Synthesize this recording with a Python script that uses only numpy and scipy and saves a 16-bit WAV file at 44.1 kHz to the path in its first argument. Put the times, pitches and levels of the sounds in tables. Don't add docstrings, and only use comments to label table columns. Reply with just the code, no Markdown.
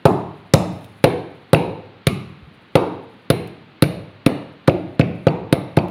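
import sys
import numpy as np
from scipy import signal
from scipy.fft import rfft, irfft
from scipy.io import wavfile

SR = 44100
rng = np.random.default_rng(int(sys.argv[2]) if len(sys.argv) > 2 else 0)


def log_audio(samples):
    frames = np.atleast_2d(samples).T
    limited = np.clip(frames, -1, 1)
    pcm = np.round(limited * 32767).astype(np.int16)
    wavfile.write(sys.argv[1], SR, pcm)


N = 260190
EVENT_SAMPLES = SR // 10
EVENT_T = np.arange(EVENT_SAMPLES) / SR


def from_db(db):
    return 10 ** (np.asarray(db) / 20)


def unit_rms(x):
    return x / np.sqrt(np.mean(x ** 2) + 1e-20)


def at_hz(points, hz):
    freqs, values = np.array(points).T
    return np.interp(np.log(hz), np.log(freqs), values)


def add(out, s, sound):
    i = max(round(s * SR), 0)
    out[i:i + len(sound)] += sound[:N - i]


def cut(x, hz, kind, order=2):
    return signal.sosfilt(signal.butter(order, np.clip(hz, 10, .48 * SR), kind, fs=SR, output="sos"), x)


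def ring(force, modes):
    out = 0
    for hz, db, t60 in modes:
        r, w = np.exp(-np.log(1000) / (t60 * SR)), 2 * np.pi * hz / SR
        out += signal.lfilter([0, from_db(db) * np.sin(w)], [1, -2 * r * np.cos(w), r * r], force + 1e-18)
    return out


def contact(hardness_hz, order=2):
    return cut(signal.unit_impulse(EVENT_SAMPLES) + 1e-18, hardness_hz, "low", order)


def fractures(envelope, cracks_per_s=12000, spread_db=3):
    born = rng.random(EVENT_SAMPLES) < cracks_per_s / SR
    sizes = from_db(spread_db * rng.standard_normal(EVENT_SAMPLES))
    return envelope * born * sizes * rng.choice([-1, 1], EVENT_SAMPLES)


# (frequency [Hz], relative density [dB])
HISS_SPECTRUM = [(20, -58), (40, -7), (110, 0.5), (200, 8), (600, -5), (1200, -4), (2500, -7.5),
                 (4000, -12.5), (4600, -19), (5300, -31.5), (7000, -39.5), (15000, -45.5)]


def hiss(level_db=-48.5):
    hz = np.maximum(np.fft.rfftfreq(N, 1 / SR), 1)
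    spectrum = rfft(rng.standard_normal(N)) * from_db(at_hz(HISS_SPECTRUM, hz))
    return from_db(level_db) * unit_rms(irfft(spectrum, N))


# (frequency [Hz], relative density [dB])
ECHO_SPECTRUM = [(50, -11.5), (100, -6.5), (160, -2), (230, 6), (330, 0), (550, 1.5), (800, 0), (1400, -10),
                 (2400, -5.5), (4000, -13.5), (6500, -13.5), (10000, -13.5), (15000, -19)]
# (frequency [Hz], t60 [s])
ECHO_DECAY = [(80, 0.74), (210, 0.58), (560, 0.66), (1500, 0.69), (4000, 0.64), (10000, 0.42),
              (16000, 0.29)]
# (frequency [Hz], gain [dB], t60 [s])
STANDING_WAVES = [(103.4, -76, 1.36), (158.92, -63.5, 0.36), (174.2, -62, 0.442)]


def room(x, build_s=.012, first_echo_s=.0056):
    t = np.arange(SR) / SR
    onset = np.clip((t - first_echo_s) / build_s, 0, 1)
    edges_hz = np.geomspace(40, 17000, 22)
    white = rng.standard_normal((2, SR))
    response = 0
    for k, (low, high) in enumerate(zip(edges_hz, edges_hz[1:])):
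        hz = np.sqrt(low * high)
        fade = np.exp(-np.log(1000) * t / at_hz(ECHO_DECAY, hz))
        band = unit_rms(cut(white[k % 2], [low, high], "band") * onset * fade)
        response += from_db(at_hz(ECHO_SPECTRUM, hz)) * band * np.sqrt(2 * (high - low)) / SR
    return signal.fftconvolve(x, response)[:N] + ring(x, STANDING_WAVES)


def blow_echoes(echo_variants=4, draws=2):
    groups = [STONE_BLOWS[k::echo_variants] for k in range(echo_variants)]
    return sum(room(blows(rows)[0]) for rows in groups for _ in range(draws)) / np.sqrt(draws)


def sifting(grains_per_s=2500, clump_db=4, fade_db_per_s=3, spray_db=-6):
    t = np.arange(N) / SR
    level_db = np.full(N, float(STONE_BLOWS[0][-1]))
    for s, *_, grit_db in STONE_BLOWS:
        level_db = np.where(t < s, level_db, grit_db - fade_db_per_s * (t - s))
    clumps = unit_rms(cut(rng.standard_normal(N), 14, "low"))
    born = rng.random(N) < grains_per_s / SR
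    grains = born * rng.standard_normal(N) * from_db(clump_db * clumps)
    fizz = cut(grains, [9000, 10600], "band") + from_db(spray_db) * cut(grains, [4500, 15000], "band")
    return from_db(level_db) * unit_rms(fizz)


# (time [s], peak level [dB])
CRUMB_TICKS = [(0.7874, -49), (0.809, -48.5), (0.844, -35.5), (3.474, -37.5), (4.718, -45), (5.883, -38)]
# (time [s], level [dB], pitch [Hz])
STONE_BUMPS = [(2.423, -30, 70.3), (2.471, -33, 143)]


def settling(chatter_s=.0043, bright_db=-7, bump_t60_s=.11):
    out = np.zeros(N)
    for s, db in CRUMB_TICKS:
        chatter = fractures(np.exp(-EVENT_T / chatter_s))
        tick = cut(chatter, [2700, 4270], "band") + from_db(bright_db) * cut(chatter, [8500, 15000], "band")
        add(out, s, from_db(db) * tick / np.abs(tick).max())
    for s, db, hz in STONE_BUMPS:
        add(out, s, from_db(db) * ring(contact(hz * 2), [(hz, 0, bump_t60_s)]))
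    return out


# (frequency [Hz], gain [dB], t60 [s])
RATTLE_MODES = [(1535, -4, 0.014), (2334, -0.5, 0.013), (2580, 7.5, 0.0084), (2920, -13.5, 0.0075),
                (4504, -12, 0.044)]


def rattle(decay_s=.003):
    clicks = fractures(np.exp(-EVENT_T / decay_s))
    return unit_rms(cut(ring(clicks, RATTLE_MODES), [1300, 5000], "band"))


# (time [s], level [dB])
LARGE_SNAPS = [(0.0539, -36.5), (0.5371, -26.5), (2.068, -42.5)]


def snaps(opening_s=.00061, running_s=.0024):
    out = np.zeros(N)
    envelope = np.minimum(EVENT_T / opening_s, 1) * np.exp(-EVENT_T / running_s)
    for s, db in LARGE_SNAPS:
        add(out, s, from_db(db) * unit_rms(cut(fractures(envelope), [3800, 8010], "band")))
    return out


# (frequency [Hz], width [Hz], level [dB])
SHARD_BANDS = [(1303, 450, -2), (1790, 1830, 3.5), (2780, 750, -5), (3870, 700, 5), (5200, 520, -13),
               (6730, 6900, -22), (9836, 1000, 4), (11780, 250, -5.5), (13900, 3200, -2.5)]


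def crunch(crush_s, tilt_db, pivot_hz=4200, finest_hz=9200, packing_s=.0032, trickle_db=-25, trickle_s=.014):
    peak_s = max(.64 * crush_s, 1e-4)
    after = np.maximum(EVENT_T - peak_s, 0)
    decay = np.exp(-after / packing_s) + from_db(trickle_db) * np.exp(-after / trickle_s)
    envelope = np.minimum(EVENT_T / peak_s, 1) * decay
    out = 0
    for hz, width, db in SHARD_BANDS:
        hz *= 1 + .02 * rng.standard_normal()
        cracks = cut(fractures(envelope), [hz - width / 2, hz + width / 2], "band")
        octaves = np.log2(min(hz, finest_hz) / pivot_hz)
        out += from_db(db + tilt_db * octaves) * unit_rms(cracks)
    return out


# (frequency [Hz], gain [dB], t60 [s])
TILE_MODES = [(302, -3, 0.037), (341, -10, 0.042), (424, -6.5, 0.051), (540.8, 3, 0.038),
              (680.4, -5.5, 0.075), (865, -2.5, 0.034), (1284, -5.5, 0.058)]


def tile_ring(force, spread_db=2):
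    return ring(force, [(hz, db + spread_db * rng.standard_normal(), t60) for hz, db, t60 in TILE_MODES])


# (frequency at usual hardness [Hz], gain [dB], t60 [s])
SLAB_MODES = [(92, -10.5, 0.039), (150.3, 1.5, 0.021)]


def slab_thud(hardness_hz, usual_hardness_hz=760):
    tuning = (hardness_hz / usual_hardness_hz) ** .28
    swing = ring(contact(hardness_hz=325), [(hz * tuning, db, t60) for hz, db, t60 in SLAB_MODES])
    return -cut(swing, 82.4, "high")


def knock(force, pitch_hz, slap_db=34, bounce_db=-1, cycles=11.5):
    slap = from_db(slap_db) * cut(force, 220, "high")
    return slap + from_db(bounce_db) * ring(force, [(pitch_hz, 0, cycles / pitch_hz)])


# (time [s], crushing before impact [s], thud [dB], knock [dB], knock pitch [Hz], hardness [Hz],
#  crunch [dB], crunch tilt [dB/octave], rattle [dB], grit afterwards [dB])
STONE_BLOWS = [(0.0554, 0.0013, 4.5, 2, 442, 1110, -42.5, -1.5, -40, -77),
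               (0.5387, 0.0027, 7.5, -.5, 337, 800, -34.5, -2.5, -39, -63),
               (1.0415, 0.0017, 0, 1, 521, 787, -34.5, -4.5, -38.5, -76.5),
               (1.5325, 0.00177, 4.5, 1, 547, 914, -36.5, -2.5, -27.5, -86),
               (2.0702, .0017, 2, -10, 430, 595, -36, -3, -38, -79),
               (2.7551, .0014, 0, 0, 536, 1040, -39, -5.5, -42, -78),
               (3.303, 0.0019, -0.5, -5, 483, 645, -35.5, -2.5, -49, -87.5),
               (3.825, 0.0036, 2.5, -2.5, 324, 568, -35, -1.5, -35.5, -90),
               (4.2652, 0.0043, -5, -2, 294, 540, -38.5, -5, -42.5, -87.5),
               (4.6814, 0.0077, 3, 1, 382, 622, -44, -6.5, -38, -75.5),
               (4.9971, 0.0037, 3, -4, 280.5, 610, -48.5, -8, -31.5, -74),
               (5.2696, 0.0016, 1.5, -4, 527, 920, -48.5, -8.5, -38.5, -83),
               (5.5278, .0028, -1.5, -3.5, 336, 580, -39, -3.5, -47, -80),
               (5.7738, 0.0074, 2.5, -5, 365, 940, -46.5, -5.5, -38, -80)]


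def blows(rows, rattle_delay_s=.0132, slab_lag_s=.0017, rise_s=.0006):
    out, tile = np.zeros((2, N))
    for s, crush_s, thud_db, knock_db, pitch_hz, hardness_hz, crunch_db, tilt_db, rattle_db, _ in rows:
        add(out, s - crush_s, from_db(crunch_db) * crunch(crush_s, tilt_db))
        force = from_db(knock_db) * contact(hardness_hz, order=4)
        add(out, s - rise_s, knock(force, pitch_hz))
        add(tile, s - rise_s, tile_ring(force))
        add(out, s + slab_lag_s, from_db(thud_db) * slab_thud(hardness_hz))
        add(out, s + rattle_delay_s, from_db(rattle_db) * rattle())
    return out, tile


def scene(echo_db=-1.5):
    pounding, tile = blows(STONE_BLOWS)
    debris = snaps() + settling() + sifting()
    echo = blow_echoes() + room(debris)
    return (pounding + debris + tile + from_db(echo_db) * echo + hiss())[None]


def record(dry, low_cut_hz=75, high_cut_hz=16000):
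    dry = cut(dry, low_cut_hz, "high")
    overloaded = dry / (1 + dry ** 8) ** (1 / 8)
    return signal.sosfilt(signal.ellip(10, .1, 80, high_cut_hz, fs=SR, output="sos"), overloaded)


dry = scene()
out = record(dry)
log_audio(out)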